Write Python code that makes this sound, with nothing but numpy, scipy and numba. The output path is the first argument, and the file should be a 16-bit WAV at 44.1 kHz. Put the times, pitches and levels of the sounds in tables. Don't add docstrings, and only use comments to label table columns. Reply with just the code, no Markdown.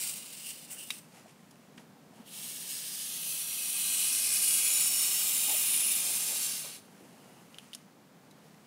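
import sys
import numpy as np
from scipy import signal
from scipy.fft import rfft, irfft
from scipy.io import wavfile
from scipy.ndimage import uniform_filter1d, map_coordinates
from numba import njit

SR = 44100
rng = np.random.default_rng(int(sys.argv[2]) if len(sys.argv) > 2 else 0)


def pcm_store(signal):
    levels = np.round(np.clip(np.atleast_2d(signal), -1, 1) * 32767)
    wavfile.write(sys.argv[1], SR, levels.astype(np.int16).T)


N = 382080
TIME = np.arange(N) / SR

# f/Hz, width/Hz, relative level/dB, t/s when the jet drives it best, half length of that swell/s
BALLOON_RESONANCES = [(2130, 190, -18.5, 4.1, 1.7), (2462, 190, -5.5, 5.05, 1.46),
                      (2883, 290, -4.5, 4.97, 1.55), (3287, 130, -11.5, 5.8, 3.5),
                      (3783, 150, -11, 5.3, 0.88), (3980, 230, -8.5, 4, 0.28), (3990, 700, -13, 5.4, 1.7),
                      (4270, 300, -12.5, 3.56, 0.95), (4740, 860, -9.5, 3, 0.41),
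                      (5316, 190, -13.5, 4.38, .4), (5450, 360, -10.5, 5.14, .4),
                      (5530, 170, -15, 3.55, .35), (5630, 740, -16.5, 6.2, 1.5),
                      (6600, 300, -17, 6.47, 0.33), (7030, 160, -12.5, 4.84, .3),
                      (7400, 150, -12.5, 5.15, .55), (7940, 220, -13, 4.3, 0.45),
                      (7880, 1900, -8.5, 4.46, 1.3), (8400, 350, -10, 4.1, 0.58),
                      (9020, 1100, -10.5, 4.2, 3.2), (9570, 180, -7.5, 4.84, 0.57), (9530, 900, -9, 5, 2.4),
                      (10230, 410, -8, 5.85, .45), (10500, 1700, -9.5, 6, 1.5),
                      (11460, 3600, -10.5, 5, 2.6), (13900, 7700, -9, 5.5, 1.3),
                      (14130, 600, -16, 5.15, .4)]
# f/Hz, level/dB
JET_COLOUR = [(880, -41), (1500, -19), (1900, -13), (2250, -12), (2500, -7), (3400, -5), (4100, -6.5),
              (5000, -7), (6600, -6), (8000, -5), (9500, -1), (11000, -5), (14500, -7.5), (15700, -10.5)]
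# f/Hz, level/dB
SQUIRT_COLOUR = [(900, -29), (1600, -24), (2100, -14.5), (2700, -13), (3500, -11), (4300, -10.5),
                 (5400, -6.5), (6700, -2.5), (7900, 2.5), (9400, 6), (10400, 0.5), (11400, -2.5),
                 (14500, -1.5), (15700, -3)]
# f/Hz, level/dB
RUSH_COLOUR = [(170, -20), (270, -6.5), (420, -7.5), (650, -4), (900, -2), (1040, -4.5), (1220, 2),
               (1440, -6.5), (1620, 0), (1850, -13), (2100, 0), (2600, -36)]
# t/s, attack/s, hold/s, release/s, hiss level/dB, hollow level/dB, leak level/dB
SPURTS = [ (0.0, .023, 0.09, 0.082, -36, -44, -53), (0.192, 0.039, 0.34, 0.19, -47.5, -52.5, -59.5),
          (0.473, 0.037, 0.038, 0.016, -43, -55, -50.5), (0.714, 0.012, .009, 0.043, -41.5, -62, -56),
          (0.802, 0.032, 0.036, 0.024, -46, -57, -52), (0.878, 0.021, 0.091, 0.033, -49.5, -56, -68),
          (2.16, .023, 0.053, 0.036, -73, -70.5, -71), (2.275, 0.018, 0.017, 0.03, -56.5, -63, -62),
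          (2.37, 0.021, 0.19, 0.18, -48, -61, -62), (2.71, .04, .02, 0.067, -41.5, -51, -56),
          (3.28, .023, 0.045, 0.079, -39.5, -61, -55), (3.796, 0.031, 0.23, 0.24, -39, -45.5, -69),
          (5.45, 0.29, 0.34, 0.11, -41.5, -50.5, -48.5), (6.654, 0.026, 0.11, 0.02, -49, -51.5, -66),
          (6.86, .023, 0.78, 0.04, -71, -84, -77), (7.223, 0.039, .2, 0.037, -74, -82, -73), ]
# t/s, body level/dB, snap level/dB, 60 dB fade time/s, f/Hz
CLICKS = [(0.511, -47, -44, .028, 2900), (.707, -54, -55, .035, 2790), (0.904, -20, -32, 0.015, 2670),
          (.9044, -27.5, -40, 0.029, 3750), (0.9085, -35, -46, .03, 2530), (1.510, -61, -52, .027, 3300),
          (1.556, -56, -61, 0.018, 2600), (1.779, -51, -61, .03, 2820), (7.5440, -39.5, -50, 0.012, 2950),
          (7.554, -52, -57, .012, 3000), (7.5842, -33, -42, 0.016, 2980), (7.596, -49, -58, 0.013, 2930),
          (7.641, -63, -52, .012, 3000), (7.732, -34, -39, 0.01, 3020), (7.7365, -41, -49, .022, 3710),
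          (7.748, -39, -34.5, 0.023, 2980), (8.31, -56, -54, .03, 3950), (8.544, -56, -60, 0.024, 2020)]
# multiple of the click's pitch, width/Hz, level/dB
NECK_RESONANCES = [(.52, 900, -3), (.8, 400, -6), (1, 456, 11), (1.22, 450, 2), (1.52, 550, -3),
                   (2.2, 1100, -22)]
# f/Hz, level/dB
SNAP_COLOUR = [(3500, -17), (5000, -2), (6300, -3), (8600, -6), (9500, 2), (11000, -9), (15500, -12)]
# middle t/s, half length/s, rustle level/dB, dull rub level/dB
RUBS = [ (0.062, 0.12, -69, -69), (0.736, 0.054, -54, -65), (1.062, 0.078, -67, -83),
        (1.174, 0.062, -58.5, -63), (1.294, 0.035, -60.5, -76), (1.45, 0.38, -69.5, -84),
        (1.796, 0.039, -62, -69), (2.182, 0.073, -66, -65), (6.098, 0.13, -70, -55),
        (6.316, 0.047, -70, -52.5), (6.993, 0.17, -67.5, -69), (7.25, 0.28, -66, -64),
        (7.652, 0.2, -63.5, -74), (8.47, 0.081, -68.5, -75), (8.637, 0.08, -68.5, -71), ]
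# f/Hz, level/dB
RUSTLE_COLOUR = [(710, -23), (1200, -6), (1290, -3), (1830, -1.5), (1990, -0.5), (2780, -1.5), (3710, -7),
                 (4560, -5), (9500, -6), (15700, -20)]
# t/s, level/dB, f/Hz, width/Hz, time to the peak/s
CONTACTS = [(0.699, -65, 121, 110, 0.021), (0.903, -46, 1270, 900, 0.0015), (1.245, -58, 660, 300, 0.012),
            (1.7765, -51.5, 1500, 3500, 0.004), (1.788, -59, 600, 700, 0.0093),
            (2.117, -62, 595, 600, 0.011), (2.177, -60, 652, 500, 0.014), (5.471, -56, 302, 251, 0.022),
            (5.479, -46.5, 806, 232, 0.02), (5.513, -49.5, 637, 200, 0.022),
            (6.634, -53.5, 584, 506, 0.018), (6.982, -57.5, 330, 248, 0.028)]
# t/s, peak level/dB, f/Hz, time to the peak/s
KNOCKS = [(1.7765, -44, 230, 0.0042), (2.197, -44.5, 228, 0.0063)]
# f/Hz, level/dB
MURMUR_COLOUR = [(25, -43), (50, -33), (75, -27), (100, -14.5), (125, -10), (160, -5.5), (200, -2),
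                 (260, -3.5), (325, -11), (500, -11.5), (1000, -16.5), (2860, -26), (7200, -30.5),
                 (15700, -34.5)]


def gas_jet(hiss, hollow, split_hz=5000, aimed_s=5.1, aimed_span_s=1.5, hollow_trim_db=-0.5):
    radius = balloon_radius(hiss / hiss.max())
    ring_share = 0.17 + 0.45 * np.exp(-((TIME - aimed_s) / aimed_span_s) ** 2)
    barely_open = TIME < 2.239
    jet = np.where(barely_open, noise(SQUIRT_COLOUR), noise(JET_COLOUR))
    jet = balloon_echoes(jet, radius, np.where(barely_open, 0.18, 0.2 + 0.5 * ring_share))
    ring = undb(-0.28) * balloon_echoes(balloon_ring(radius), radius, 0.22 * ring_share)
    jet_low, jet_high = split(jet, split_hz)
    ring_low, ring_high = split(ring, split_hz)
    jet_gain = np.sqrt(1 - ring_share)
    stream = hollow * undb(hollow_trim_db) * (jet_gain * steady(jet_low) + ring_low)
    stream += hiss * (jet_gain * steady(jet_high) + ring_high)
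    sputter_db = 1.2 * barely_open * wander(140)
    flutter_db = 0.65 * wander(45)
    spit_db = 0.56 * wander(900)
    return stream * undb(sputter_db + flutter_db - spit_db) + low_rush(hollow, radius)


def valve(open_s=2.373, full_s=4.58, let_go_s=6.418, press_db_per_s=7.5, sag_db_per_s=2.5):
    press_db = -press_db_per_s * np.maximum(full_s - TIME, 0)
    sag_db = -sag_db_per_s * np.maximum(TIME - full_s, 0)
    closing = np.exp(-(np.maximum(TIME - let_go_s, 0) / 0.22) ** 2)
    stream = undb(press_db + sag_db) * fade_in(open_s, 0.067) * closing
    power = np.array([undb(-28) * stream, undb(-38) * stream ** 0.78, np.zeros(N)]) ** 2
    for start, attack, hold, release, *levels_db in SPURTS:
        spurt = fade_in(start, attack) * np.exp(-np.maximum(TIME - start - hold, 0) / release)
        power += np.outer(undb(levels_db), spurt) ** 2
    return np.sqrt(power)


def balloon_radius(strength, swell_per_s=0.09, radius_one_s=4.9):
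    volume = swell_per_s * np.cumsum(np.sqrt(strength)) / SR
    return np.cbrt(1 + volume - np.interp(radius_one_s, TIME, volume))


def balloon_ring(radius, wander_db=2.0, off_peak_db=-12, wobble=0.0014):
    held_radius = radius * (1 + wobble * wander(5))
    ring = np.zeros(N)
    for hz, width, db, best_s, span_s in BALLOON_RESONANCES:
        drive_db = off_peak_db * (1 - np.exp(-((TIME - best_s) / span_s) ** 2))
        ring += undb(db + drive_db + wander_db * wander(9)) * noise_band(hz / held_radius, width)
    return ring


def balloon_echoes(sound, radius, echo_share, patterns=4, fade_s=0.04):
    age, index = TIME[:SR // 20], np.arange(N)
    clock = (N - 1) * np.cumsum(1 / radius) / np.sum(1 / radius)
    inside = map_coordinates(sound, [np.interp(index, clock, index)], order=5, mode="mirror")
    aims = np.array([np.roll(wander(1.8), rng.integers(SR)) for _ in range(patterns)])
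    echoes = np.zeros(N)
    for weight in aims / np.linalg.norm(aims, axis=0):
        pattern = rng.standard_normal(len(age)) * fade_out(age, fade_s)
        echoes += weight * signal.oaconvolve(inside, pattern / np.linalg.norm(pattern))[:N]
    echoes = map_coordinates(echoes, [clock], order=5, mode="mirror")
    return np.sqrt(1 - echo_share) * sound + np.sqrt(echo_share) * echoes


def low_rush(hollow, radius, relative_db=-15, db_per_percent=0.46):
    stretch_percent = 100 * (radius - 1)
    return hollow * undb(relative_db + db_per_percent * stretch_percent) * noise(RUSH_COLOUR)


def nozzle_leak(strength):
    return strength * noise_band(hz=2880, width_hz=450)


def nozzle_clicks(rise_s=0.00088, ping_db=6, deck_db=-30, deck_fade_s=0.29):
    snap_noise = noise(SNAP_COLOUR)
    out, age = np.zeros(N), TIME[:SR // 10]
    for start, body_db, snap_db, fade_s, hz in CLICKS:
        span = place(start, age)
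        burst = sum(undb(db) * noise_band(multiple * hz, width, len(age))
                    for multiple, width, db in NECK_RESONANCES)
        ping = undb(ping_db) * np.sqrt(2) * np.sin(2 * np.pi * hz * age)
        snap = undb(snap_db) * snap_noise[span]
        direct = fade_out(age, fade_s) * (undb(body_db) * unit(burst + ping) + snap)
        deck = fade_out(age, deck_fade_s) * (undb(body_db) * unit(burst) + snap)
        out[span] += np.minimum(age / rise_s, 1) * (direct + undb(deck_db) * deck)
    return out


def finger_rubs(grain_db=1.5):
    power = np.zeros((2, N))
    for middle_s, half_s, *levels_db in RUBS:
        swell = np.exp(-((TIME - middle_s) / half_s) ** 2)
        power += np.outer(undb(levels_db), swell) ** 2
    rustle, rub = np.sqrt(power)
    dull_noise = noise([(250, -4), (450, -2.0), (800, 0.5), (1600, -19), (2500, -30)])
    return (rustle * noise(RUSTLE_COLOUR) + rub * dull_noise) * undb(grain_db * wander(300))


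def small_contacts():
    out, age = np.zeros(N), TIME[:SR // 2]
    for start, db, hz, width, rise_s in CONTACTS:
        out[place(start, age)] += undb(db) * pulse(age, rise_s) * noise_band(hz, width, len(age))
    return out


def hand_knocks():
    out, age = np.zeros(N), TIME[:SR // 8]
    for start, db, hz, rise_s in KNOCKS:
        out[place(start, age)] += undb(db) * pulse(age, rise_s) * np.sin(2 * np.pi * hz * age)
    return out


def outdoors(murmur_db=-58.03, swell_db=0.7, drone_db=-68):
    murmur = undb(murmur_db + swell_db * wander(3.05)) * noise(MURMUR_COLOUR)
    return murmur + undb(drone_db) * noise_band(hz=157, width_hz=25.3)


def undb(db):
    return np.exp(np.asarray(db) * (np.log(10) / 20))


def unit(x):
    return x / np.sqrt(np.mean(x ** 2))


def steady(x):
    return x / np.sqrt(uniform_filter1d(x ** 2, size=12000))


def noise(colour):
    hz, db = np.transpose(colour)
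    log_hz = np.log(np.arange(N // 2 + 1) * SR / N + 1)
    gain = undb(np.interp(log_hz, np.log(hz), db, left=-90, right=-90))
    return unit(irfft(rfft(rng.standard_normal(N)) * gain, N))


def noise_band(hz, width_hz, size=N):
    centre_hz = np.minimum(hz, SR * 4 / 9) * np.ones(size)
    once = band_pass(rng.standard_normal(size), centre_hz, float(width_hz))
    return unit(band_pass(once, centre_hz, float(width_hz)))


@njit
def band_pass(x, hz, width_hz):
    out, band_state, low_state = np.empty(len(x)), 0., 0.
    for i in range(len(x)):
        if i % 32 == 0:
            tuning, damping = np.tan(np.pi * hz[i] / SR), width_hz / hz[i]
        band = (band_state + tuning * (x[i] - low_state)) / (1 + tuning * (tuning + damping))
        band_state = 2 * band - band_state
        low_state += 2 * tuning * band
        out[i] = damping * band
    return out


def split(x, hz):
    low = signal.sosfiltfilt(signal.butter(4, hz, fs=SR, output="sos"), x)
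    return low, x - low


def wander(per_s):
    step = int(SR / per_s)
    held = np.repeat(rng.standard_normal(N // step + 1), step)
    return unit(uniform_filter1d(held, step)[:N])


def fade_in(full_s, attack_s):
    return np.exp(-(np.maximum(full_s - TIME, 0) / attack_s) ** 2)


def fade_out(age, fade_s):
    return np.exp(-np.log(1000) * age / fade_s)


def pulse(age, rise_s):
    return age / rise_s * np.exp(1 - age / rise_s)


def place(start_s, age):
    return slice(int(start_s * SR), int(start_s * SR) + len(age))


def scene():
    hiss, hollow, leak = valve()
    mono = gas_jet(hiss, hollow) + nozzle_leak(leak)
    mono += finger_rubs() + nozzle_clicks() + small_contacts() + hand_knocks() + outdoors()
    return np.array([mono, mono])


def record(dry, top_hz=15750):
    return signal.sosfilt(signal.ellip(10, 0.2, 70, top_hz, fs=SR, output="sos"), dry)


dry = scene()
out = record(dry)
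pcm_store(out)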